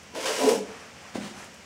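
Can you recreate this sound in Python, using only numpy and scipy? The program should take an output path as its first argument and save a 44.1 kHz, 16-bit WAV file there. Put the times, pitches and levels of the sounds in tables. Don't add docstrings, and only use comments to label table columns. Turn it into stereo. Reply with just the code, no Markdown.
import sys
import numpy as np
from scipy import signal
from scipy.fft import rfft, irfft, next_fast_len
from scipy.io import wavfile
from scipy.ndimage import map_coordinates

SR = 44100
rng = np.random.default_rng(int(sys.argv[2]) if len(sys.argv) > 2 else 0)


def transcribe(u):
    v = np.clip(np.atleast_2d(u).T, -1, 1)
    q = np.round(v * 32767).astype(np.int16)
    wavfile.write(sys.argv[1], SR, q)


N = 72765
T = np.arange(N) / SR

# freq_hz, correlation
FRICTION_ALIKE = [(300, 1), (2000, 0.83), (6000, 0.26), (14000, .3)]


def amp(db):
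    return 10 ** (np.asarray(db) / 20)


def unit(x):
    return x / np.sqrt(np.mean(x ** 2) + 1e-20)


def along(points, hz):
    f, v = np.transpose(points)
    return np.interp(np.log(hz + 1), np.log(f + 1), v)


def level(rows):
    s, db = np.transpose(rows)
    return amp(np.interp(T, s, db)) * (T > s[0]) * (T < s[-1])


def hump(peak_s, rise_s, fall_s):
    return np.exp(-((T - peak_s) / np.where(T < peak_s, rise_s, fall_s)) ** 2)


def swells(rows):
    return sum(amp(db) * hump(s, rise, fall) for s, rise, fall, db in rows)


def wobble(knots_per_s):
    return map_coordinates(rng.standard_normal(4096), [T * knots_per_s + 2], mode="wrap")


def grains(per_s):
    return (rng.random(N) < per_s / SR) * rng.standard_normal((2, N))


def filtered(x, response):
    m = next_fast_len(N + SR // 2)
    return irfft(rfft(x, m) * response(np.fft.rfftfreq(m, 1 / SR)), m)[..., :N]


def resonances(modes, f):
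    return sum((-1) ** k * amp(db) * 1j * f * width / (hz * hz - f * f + 1j * f * width)
               for k, (hz, width, db) in enumerate(modes))


def spread(pair, spectrum, alike=FRICTION_ALIKE):
    def mid_side(hz):
        turn = np.arccos(np.clip(along(alike, hz), -1, 1)) / 2
        return amp(along(spectrum, hz)) * [np.cos(turn), np.sin(turn)]
    mid, side = filtered(pair, mid_side)
    return unit(np.array([mid + side, mid - side]))


def placed(x, left_db, lead_s):
    half = np.array([[1], [-1]]) / 2
    return filtered(x, lambda hz: amp(half * left_db) * np.exp(2j * np.pi * hz * half * lead_s))


def room(x, wet_db, alike=0.39, count=3, change_s=.035):
    # freq_hz, t60_s
    decay = [(100, 0.9), (250, 0.51), (500, 0.51), (1000, 0.35), (4000, 0.3), (8000, 0.33), (13000, 0.16)]
    hz, t, noise = signal.stft(rng.standard_normal((2, count, SR * 3 // 4)), SR, nperseg=256)
    mid, side = signal.istft(noise * amp(-60 * t / along(decay, hz)[:, None]), SR, nperseg=256)[1]
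    turn = np.arccos(alike) / 2
    tails = np.cos(turn) * mid + np.sin(turn) * np.array([side, -side])
    tails = np.pad(tails / np.linalg.norm(tails[0, 0]), ((0, 0), (0, 0), (200, 0)))
    share = np.sin(np.pi / 2 * np.minimum((T / change_s + np.arange(count)[:, None]) % count, 2))
    wet = signal.fftconvolve(np.atleast_2d(x)[:, None] * share, tails, axes=2).sum(1)[:, :N]
    return x + amp(wet_db) * wet


def air(level_db=-44.5):
    # freq_hz, density_db
    spectrum = [(20, -50), (40, -33), (60, -3), (82, 3), (115, -2.5), (150, -1.5), (200, 3.5), (260, -2),
                (350, -9), (550, -6), (1000, -12), (1900, -11.5), (2900, -12.5), (3900, -20), (5500, -15),
                (7500, -20.5), (10000, -29.5), (12000, -38), (14000, -33.5), (15500, -40)]
    # freq_hz, correlation
    alike = [(30, -0.88), (70, -0.8), (150, -0.7), (500, -0.15), (2000, 0.14), (6000, 0.11),
             (14000, -0.017)]
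    return amp(level_db) * spread(rng.standard_normal((2, N)), spectrum, alike)


def crumbs(tick_t60_s=0.03):
    # start_s, level_db
    ticks = [(.032, -49), (1.444, -43), (1.543, -46)]
    # peak_s, rise_s, fall_s, level_db
    crackles = [(1.39, 0.044, 0.034, -55)]
    # freq_hz, gain_db
    spectrum = [(300, -14), (2000, -8), (7000, 15), (10000, 11), (15000, -3)]
    decays = sum((T > s) * amp(db - 60 * np.abs(T - s) / tick_t60_s) for s, db in ticks)
    return (decays + swells(crackles)) * spread(rng.standard_normal((2, N)), spectrum)


def drumming(low_cut_hz=150, high_cut_hz=1200, side_db=-9):
    # freq_hz, width_hz, gain_db
    shoe = [(266.2, 24, -5.5), (344, 42, -10.5), (438, 18.6, 2), (463, 9.2, -1), (508, 16, -6),
            (547, 19, -3), (588, 35, -6), (695, 100, -12.5), (880, 44, -11.5), (981, 12.4, -4),
            (1032, 36, -11)]
    # time_s, level_db
    stroke = [(.11, -81), (.14, -44), (.155, -36.5), (.175, -35), (.21, -43.5), (.25, -37.5), (.3, -29.5),
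              (.365, -50), (.38, -35), (.42, -24), (.45, -23.5), (.52, -28), (.56, -36), (.6, -47),
              (.65, -77)]
    band = lambda f: (1 - 1 / (1 + (f / low_cut_hz) ** 6)) / (1 + (f / high_cut_hz) ** 12)
    ring = filtered(grains(per_s=1500), lambda f: resonances(shoe, f) * band(f))
    effort = level(stroke)
    mid, side = (unit(part * effort) * np.sqrt(np.mean(effort ** 2)) for part in ring)
    return room(mid + amp(side_db) * np.array([side, -side]), wet_db=-3)


def rasp(gain_db=-1, clump_db=1.58, clumps_per_s=220, split_hz=4860, tilt_db_per_s=16.5, flat_s=0.48):
    # time_s, level_db
    stroke = [(.12, -68), (.144, -50), (.154, -37.5), (.19, -38), (.245, -33), (.275, -29.5), (.305, -32.5),
              (.36, -33), (.43, -31), (.51, -32.5), (.56, -39), (.59, -45.5), (.62, -65)]
    # freq_hz, density_db
    spectrum = [(30, -45), (100, -25), (200, -20), (330, -14), (600, -10.5), (980, 4.5), (1150, -2.5),
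                (1550, 1), (1850, -0.5), (2200, 0), (2520, 2), (3100, 1), (3800, -2), (5500, 2),
                (8000, -0.5), (10000, -4), (12000, -12), (14000, -10.5), (16000, -16)]
    # peak_s, rise_s, fall_s, boost_db
    crunches = [(0.157, .002, 0.012, 0), (.262, 0.0038, 0.017, 2.5), (.294, 0.0096, .006, 1.5),
                (0.491, .004, 0.013, 6)]
    grit = spread(grains(per_s=9000) * amp(clump_db * wobble(clumps_per_s)), spectrum)
    low = filtered(grit, lambda hz: 1 / (1 + (hz / split_hz) ** 4))
    tilt_db = tilt_db_per_s * (np.clip(T, .27, .5) - flat_s)
    tilted = low * amp(-tilt_db) + (grit - low) * amp(tilt_db)
    crunch_db = sum(db * hump(s, rise, fall) for s, rise, fall, db in crunches)
    return room(amp(gain_db + crunch_db) * level(stroke) * tilted, wet_db=-1)


def judder(pitch_wander=0.027, rough_db=1.7):
    # start_s, length_s, pitch_hz, level_db
    bursts = [(.294, 0.038, 449, -30), (0.431, 0.05, 265.5, -30), (0.466, 0.0338, 439.7, -16),
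              (.505, 0.026, 453.6, -20), (.512, 0.034, 249.7, -27.5), (.55, .09, 197.4, -40.5),
              (.578, .03, 413.5, -38.5)]
    out = np.zeros(N)
    for start_s, length_s, hz, db in bursts:
        cycles = np.cumsum(hz * (1 + pitch_wander * wobble(119.2)) * (T > start_s)) / SR
        swell = np.abs(np.sin(np.pi * np.clip((T - start_s) / length_s, 0, 1))) ** 0.85
        out += amp(db + rough_db * wobble(220)) * swell * np.sqrt(2) * np.sin(2 * np.pi * cycles)
    return room(out, wet_db=-7)


def cloth():
    # peak_s, rise_s, fall_s, level_db
    swishes = [(.7, .06, 0.12, -45), (.83, 0.051, 0.11, -51), (1.07, 0.11, 0.11, -47.5),
               (1.41, 0.074, 0.073, -44)]
    # freq_hz, gain_db
    spectrum = [(30, -8), (100, 4), (300, -6), (650, 6.5), (1400, 6), (2800, 1.5), (4000, -6), (6000, -2),
                (9000, -9), (15000, -28)]
    return swells(swishes) * spread(rng.standard_normal((2, N)), spectrum)


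def step(start_s=1.1542, gain_db=-20, soft_hz=1400, low_cut_hz=130):
    # freq_hz, width_hz, gain_db
    sole = [(203, 97, -1.5), (329, 98, 1.5), (490, 260, -5.5), (750, 300, -8), (1140, 280, -25)]
    # delay_s, gain_db
    echoes = [(.021, -4.5), (.046, -12), (.074, -15), (0.099, -16), (.149, -20)]
    # freq_hz, width_hz, gain_db
    room_modes = [(184, 27, 10.5), (235, 39, 10), (291, 34, 3.5), (643, 270, -1)]

    def blow(f):
        rounded = (1j * f / (low_cut_hz + 1j * f)) ** 2 / (1 + 1j * f / soft_hz) ** 2
        return resonances(sole, f) * rounded * np.exp(-2j * np.pi * f * start_s)

    def walls(f):
        returns = sum(amp(db) * np.exp(-2j * np.pi * f * delay_s) for delay_s, db in echoes)
        return returns * resonances(room_modes, f)

    thud = filtered(signal.unit_impulse(N), blow)
    thud = amp(gain_db) * thud / np.abs(thud).max()
    both = room(thud, wet_db=-6) + room(filtered(thud, walls), wet_db=-14)
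    return placed(both, left_db=-2.5, lead_s=0)


def paper():
    # peak_s, rise_s, fall_s, level_db
    scuffs = [(1.157, .012, 0.018, -38), (1.24, 0.051, 0.075, -41), (1.4, 0.031, 0.059, -50.5)]
    # freq_hz, gain_db
    spectrum = [(30, -12), (150, 10.5), (600, 6), (1500, 3), (3000, 2), (6000, -2), (9000, -5),
                (12000, -20), (15500, -17)]
    return swells(scuffs) * spread(grains(per_s=7000), spectrum)


def scene():
    scrape = placed(rasp() + drumming() + judder(), left_db=-0.3, lead_s=22e-6)
    footfall = step() + cloth() + room(paper() + crumbs(), wet_db=-3)
    return scrape + placed(footfall, left_db=-1.5, lead_s=-35e-6) + air()


def record(dry):
    return filtered(dry, lambda hz: hz < 15800)


dry = scene()
out = record(dry)
transcribe(out)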